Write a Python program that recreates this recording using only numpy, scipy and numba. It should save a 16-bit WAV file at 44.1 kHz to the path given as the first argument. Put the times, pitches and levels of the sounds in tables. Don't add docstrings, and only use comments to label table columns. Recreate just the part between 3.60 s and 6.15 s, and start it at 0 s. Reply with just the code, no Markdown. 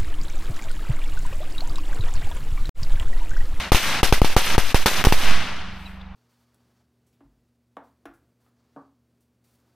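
import sys
import numpy as np
from scipy import signal
from scipy.fft import rfft, irfft, next_fast_len
from scipy.io import wavfile
from scipy.ndimage import uniform_filter1d, minimum_filter1d
from numba import njit

SR = 44100
rng = np.random.default_rng(int(sys.argv[2]) if len(sys.argv) > 2 else 0)


def store_pcm(level_fs):
    pcm = np.round(np.clip(level_fs, -1, 1) * 32767).astype(np.int16)
    wavfile.write(sys.argv[1], SR, np.atleast_2d(pcm).T)


def boost(x):
    u = np.asarray(x, float) / 20
    return 10 ** u


N = 112454

BURST_START_S = [-.22, .1190, .1467, .4309, .5251, .6173, .6460, .7651, .9801, 1.1448, 1.2596, 1.4407,
                 1.4492, 1.4697, 1.5240]
# blast_db, left_overload, right_overload, tail_db
BURSTS = [(17.8, .3, .3, -1.85), (16.7, 1.54, .9, 1.8), (16.6, -0.87, -0.46, 2.7), (18.5, 1.34, 0.52, 2),
          (18.7, 1.08, 0.94, -2), (22.3, 1.7, 1.1, -9.5), (18.5, -0.06, 0.34, -5), (20.8, 1.06, 0.85, 1.5),
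          (19.4, 1.42, 0.62, -2.4), (19.6, 1.04, 1.22, 0), (21.9, -0.13, -0.024, 0),
          (13.3, -0.6, 0.0021, -17), (17.6, -0.038, -0.098, 1), (18.84, 2.78, 2.5, 2),
          (18.8, 0.46, 0.61, -5.5)]
# freq_hz, density_db_per_hz
CRACK_SPECTRUM = [(300, -41), (1300, 3.5), (2500, -2.5), (5000, -6), (7500, -23), (10500, -5.5),
                  (15500, -18)]
# delay_s, level_db
GROUND_ECHO = (.0024, -3)
# delay_s, level_db
SOLID_ECHOES = [
    (.0010, -8),
    (.0075, -22),
    (.0545, -24),
    (.020, -22),
]
# freq_hz, density_db_per_hz
FLUTTER_SPECTRUM = [(8, -18), (25, 1.5), (60, -9), (200, -34.5), (400, -57)]
# freq_hz, density_db_per_hz
TREE_SPECTRUM = [(18, -19), (30, -12.5), (90, -17), (233, -13.5), (345, -16.5), (2830, -17), (7090, -26.5),
                 (13300, -24.5), (16000, -53)]
# freq_hz, t60_s
NEAR_DECAY = [(200, 0.067), (2000, 0.32), (12000, 0.32)]
# freq_hz, t60_s
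FAR_DECAY = [(60, 2.1), (180, 0.56), (350, 0.63), (800, 1.42), (1500, 1.56), (4000, 1.31), (9000, 0.84),
             (15000, 0.64)]
# delay_s, level_db
SLOPE_LEVELS = [(0, 3.5), (.01, 5.5), (.022, 4.5), (.04, -0.5), (.065, -4), (.12, -1), (.2, 0.5),
                (.35, -2.28)]
# firing_rate_multiple, level_db
ENGINE_ORDERS = [(1, -58), (2, -46.5), (3, -43.5), (4, -56), (5, -93), (7, -54), (8, -45.5), (9, -65),
                 (10, -88)]
# start_s, length_s, start_hz, end_hz, level_db
BIRD_CHIRPS = [
    (1.98, 0.022, 3470, 2930, -39),
    (2.244, .05, 3100, 2270, -45),
    (2.254, 0.022, 4020, 3730, -41),
    (2.4, .012, 3800, 3520, -52),
    (2.408, 0.011, 2440, 3160, -54),
    (2.409, .014, 3230, 3720, -47),
    (2.410, 0.011, 3740, 4180, -51),
    (2.411, .012, 4360, 4700, -59),
    (2.458, 0.013, 3930, 3810, -54),
]
# freq_hz, density_db_per_hz
LEAF_SPECTRUM = [(5000, -30), (7500, -2), (11500, -3), (13500, 0), (15000, -20), (16000, -40)]
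# freq_hz, density_db_per_hz
AIR_SPECTRUM = [(30, -6.5), (200, -24), (350, -27.5), (800, -11.5), (3000, -27), (7000, -49), (15000, -56)]
# freq_hz, left_right_correlation
PORT_LIKENESS = [(200, 1), (700, 0.99), (1500, 0.97), (3000, 0.92), (6000, 0.44), (10000, 0.086),
                 (15000, -0.028)]
# freq_hz, gain_db
PORT_RESPONSE = [(4500, 0), (6200, 1.5), (7200, -2.5), (9800, -1.2), (11500, -8.5), (13500, 0),
                 (15300, 6.5), (16000, -25)]
# freq_hz, left_minus_right_db
PORT_LEAN = [(300, -2.1), (2000, 1.7), (5500, 1.5), (9000, -2), (14000, -3)]

PUSH_S = 0.00058
SQUIB = 11


def along(points, hz):
    f, v = np.transpose(points)
    return np.interp(np.log(hz + 1), np.log(f + 1), v)


def unit(x):
    return x / np.sqrt(np.mean(x ** 2) + 1e-20)


def filtered(x, response):
    m = next_fast_len(x.shape[-1] + 2 * SR)
    return irfft(rfft(x, m) * response(np.fft.rfftfreq(m, 1 / SR)), m)[..., :x.shape[-1]]


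def add(mix, x, start_s):
    i = round(start_s * SR)
    first = max(i, 0)
    x = x[..., max(-i, 0):][..., :N - first]
    mix[..., first:first + x.shape[-1]] += x


def pair(size, spectrum):
    def mid_side(hz):
        angle = np.arccos(np.clip(along(PORT_LIKENESS, hz), -1, 1)) / 2
        return boost(along(spectrum, hz)) * np.array([np.cos(angle), np.sin(angle)])

    mid, side = filtered(rng.standard_normal((2, size)), mid_side)
    return unit(np.array([mid + side, mid - side]))


def crackers():
    numb_db, suck_db = 0.74, 1
    mix, tails, over = np.zeros((2, N)), np.zeros((2, N)), np.zeros((2, N + SR))
    t = np.arange(SR // 10) / SR
    for k, (start_s, (blast_db, left, right, tail_db)) in enumerate(zip(BURST_START_S, BURSTS)):
        push = blast_push(t, k == SQUIB)
        muffle_db = min(tail_db, 0)
        add(over, boost(blast_db) * np.outer([left, right], overload(t)), start_s)
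        add(mix, boost(blast_db) * (push + crack(t, muffle_db)), start_s)
        add_echoes(mix, push, start_s, blast_db + muffle_db, left)
        add(tails, boost(blast_db + tail_db) * debris(t), start_s)
        add(tails, boost(blast_db + tail_db) * scatter(), start_s + 0.002)
    swing = port_swing(over)
    sensitivity = boost(-numb_db * np.maximum(swing, 0) + suck_db * np.minimum(swing, 0))
    return mix + swing + tails * sensitivity


def blast_push(t, is_squib):
    u = t / (PUSH_S * np.exp(rng.normal(0, 0.11)))
    push = -np.where(u < 1, (1 - u ** 6) * (1 - np.exp(-u * 12)), 0)
    if is_squib:
        push = np.where(u < 0.45, -push, push)
    return push


def crack(t, muffle_db):
    level_db, t60_s = -6, 0.014
    envelope = boost(level_db + muffle_db / 2 - 60 * t / t60_s) * np.tanh(t / PUSH_S)
    return envelope * pair(len(t), CRACK_SPECTRUM)


def overload(t):
    rise_s, brim_s, sag_s = 0.00022, 0.0025, 0.01
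    late_s = np.clip(t - PUSH_S, 0, None)
    sag = np.exp(-np.maximum(late_s - brim_s, 0) / sag_s)
    return (1 - np.exp(-late_s / rise_s)) * sag


def port_swing(over):
    flutter_share = 0.085

    def high_pass(x, hz, damping):
        return filtered(x, lambda f: -f * f / (hz ** 2 - f * f + 2j * damping * hz * f))

    swing = high_pass(over, hz=2.61, damping=0.68)
    swing = high_pass(swing, hz=0.33, damping=1)[:, :N]
    return swing * (1 + flutter_share * pair(N, FLUTTER_SPECTRUM))


def add_echoes(mix, push, start_s, level_db, left_overload):
    rebound = push - 0.5 * np.roll(push, round(PUSH_S * SR))
    for delay_s, echo_db in [GROUND_ECHO] + list(SOLID_ECHOES):
        shift, size_db, lean = rng.standard_normal(3)
        echo = boost(level_db + echo_db + size_db) * rebound
        if delay_s == GROUND_ECHO[0]:
            echo = echo * np.clip(left_overload, 0.35, 1)
        sides = boost(1.02 * lean * np.array([[1], [-1]]))
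        add(mix, sides * echo, start_s + delay_s * (1 + 0.015 * shift))


def debris(t):
    level_db, t60_s, rise_s = -9, 0.056, 0.0013
    envelope = boost(level_db - 60 * t / t60_s) * (1 - np.exp(-t / rise_s))
    return envelope * pair(len(t), TREE_SPECTRUM)


def scatter():
    near_db, far_db, far_rise_s, clump_db = -18, -34, 0.045, 1.8
    hz, t, z = signal.stft(pair(2 * SR, TREE_SPECTRUM), SR, nperseg=128)
    near = boost(near_db - 60 * t / along(NEAR_DECAY, hz)[:, None])
    far = boost(far_db - 60 * t / along(FAR_DECAY, hz)[:, None])
    far = far * (1 - np.exp(-t / far_rise_s))
    clumps = rng.standard_normal(near.shape)
    clumps = uniform_filter1d(clumps, size=9, axis=0)
    clumps = unit(uniform_filter1d(clumps, size=4, axis=1))
    slope_db = np.interp(t, *np.transpose(SLOPE_LEVELS))
    gain = np.hypot(near, far) * boost(slope_db + clump_db * clumps)
    return signal.istft(z * gain, SR, nperseg=128)[1]


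def bird():
    mix = np.zeros(N)
    for start_s, length_s, start_hz, end_hz, level_db in BIRD_CHIRPS:
        u = np.arange(int(length_s * SR)) / (length_s * SR)
        pitch_hz = start_hz * (end_hz / start_hz) ** u
        hoarse_rad = 0.073 * np.cumsum(rng.standard_normal(len(u)))
        whistle = np.sin(2 * np.pi * np.cumsum(pitch_hz) / SR + hoarse_rad)
        add(mix, boost(level_db) * np.sin(np.pi * u) * whistle, start_s)
    return mix


def engine():
    firing_hz, in_step_s = 23.7, 2.302
    phase = 2 * np.pi * firing_hz * (np.arange(N) / SR - in_step_s)
    return sum(np.sqrt(2) * boost(level_db) * np.cos(order * phase) for order, level_db in ENGINE_ORDERS)


def leaves():
    level_db, centre_s, width_s = -60.5, 2.25, 0.079
    swell = np.exp(-((np.arange(N) / SR - centre_s) / width_s) ** 2 / 2)
    return boost(level_db) * swell * pair(N, LEAF_SPECTRUM)


def still_air():
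    return boost(-50.5) * pair(N, AIR_SPECTRUM)


def scene():
    return crackers() + bird() + engine() + leaves() + still_air()


def port_colour(x):
    def response(hz):
        lean_db = np.outer([0.5, -0.5], along(PORT_LEAN, hz))
        return boost(along(PORT_RESPONSE, hz) + lean_db)

    return filtered(x, response)


@njit
def released(need_db, keep):
    out, held = np.empty_like(need_db), need_db[0]
    for i in range(len(need_db)):
        held = max(need_db[i], held * keep)
        out[i] = held
    return out


def limiter(x):
    ceiling, ahead_s, hold_s, recover_s = 1.11, 0.027, 0.014, 0.079
    ahead, hold = int(ahead_s * SR), int(hold_s * SR)
    gain = np.minimum(1, ceiling / (np.abs(x).max(0) + 1e-9))
    need_db = -20 * np.log10(minimum_filter1d(gain, hold))
    cut_db = released(need_db, np.exp(-1 / (recover_s * SR)))
    early = minimum_filter1d(boost(-cut_db), ahead, origin=-(ahead // 2), mode="nearest")
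    return x * uniform_filter1d(early, ahead, origin=(ahead - 1) // 2, mode="nearest")


def soft_clip(x):
    hardness = 16
    return x / (1 + np.abs(x) ** hardness) ** (1 / hardness)


def roll_off(x):
    return signal.sosfilt(signal.butter(12, 16480, fs=SR, output="sos"), x)


def record(dry):
    mix = soft_clip(limiter(port_colour(dry)))
    return roll_off(mix)


dry = scene()
out = record(dry)
store_pcm(out)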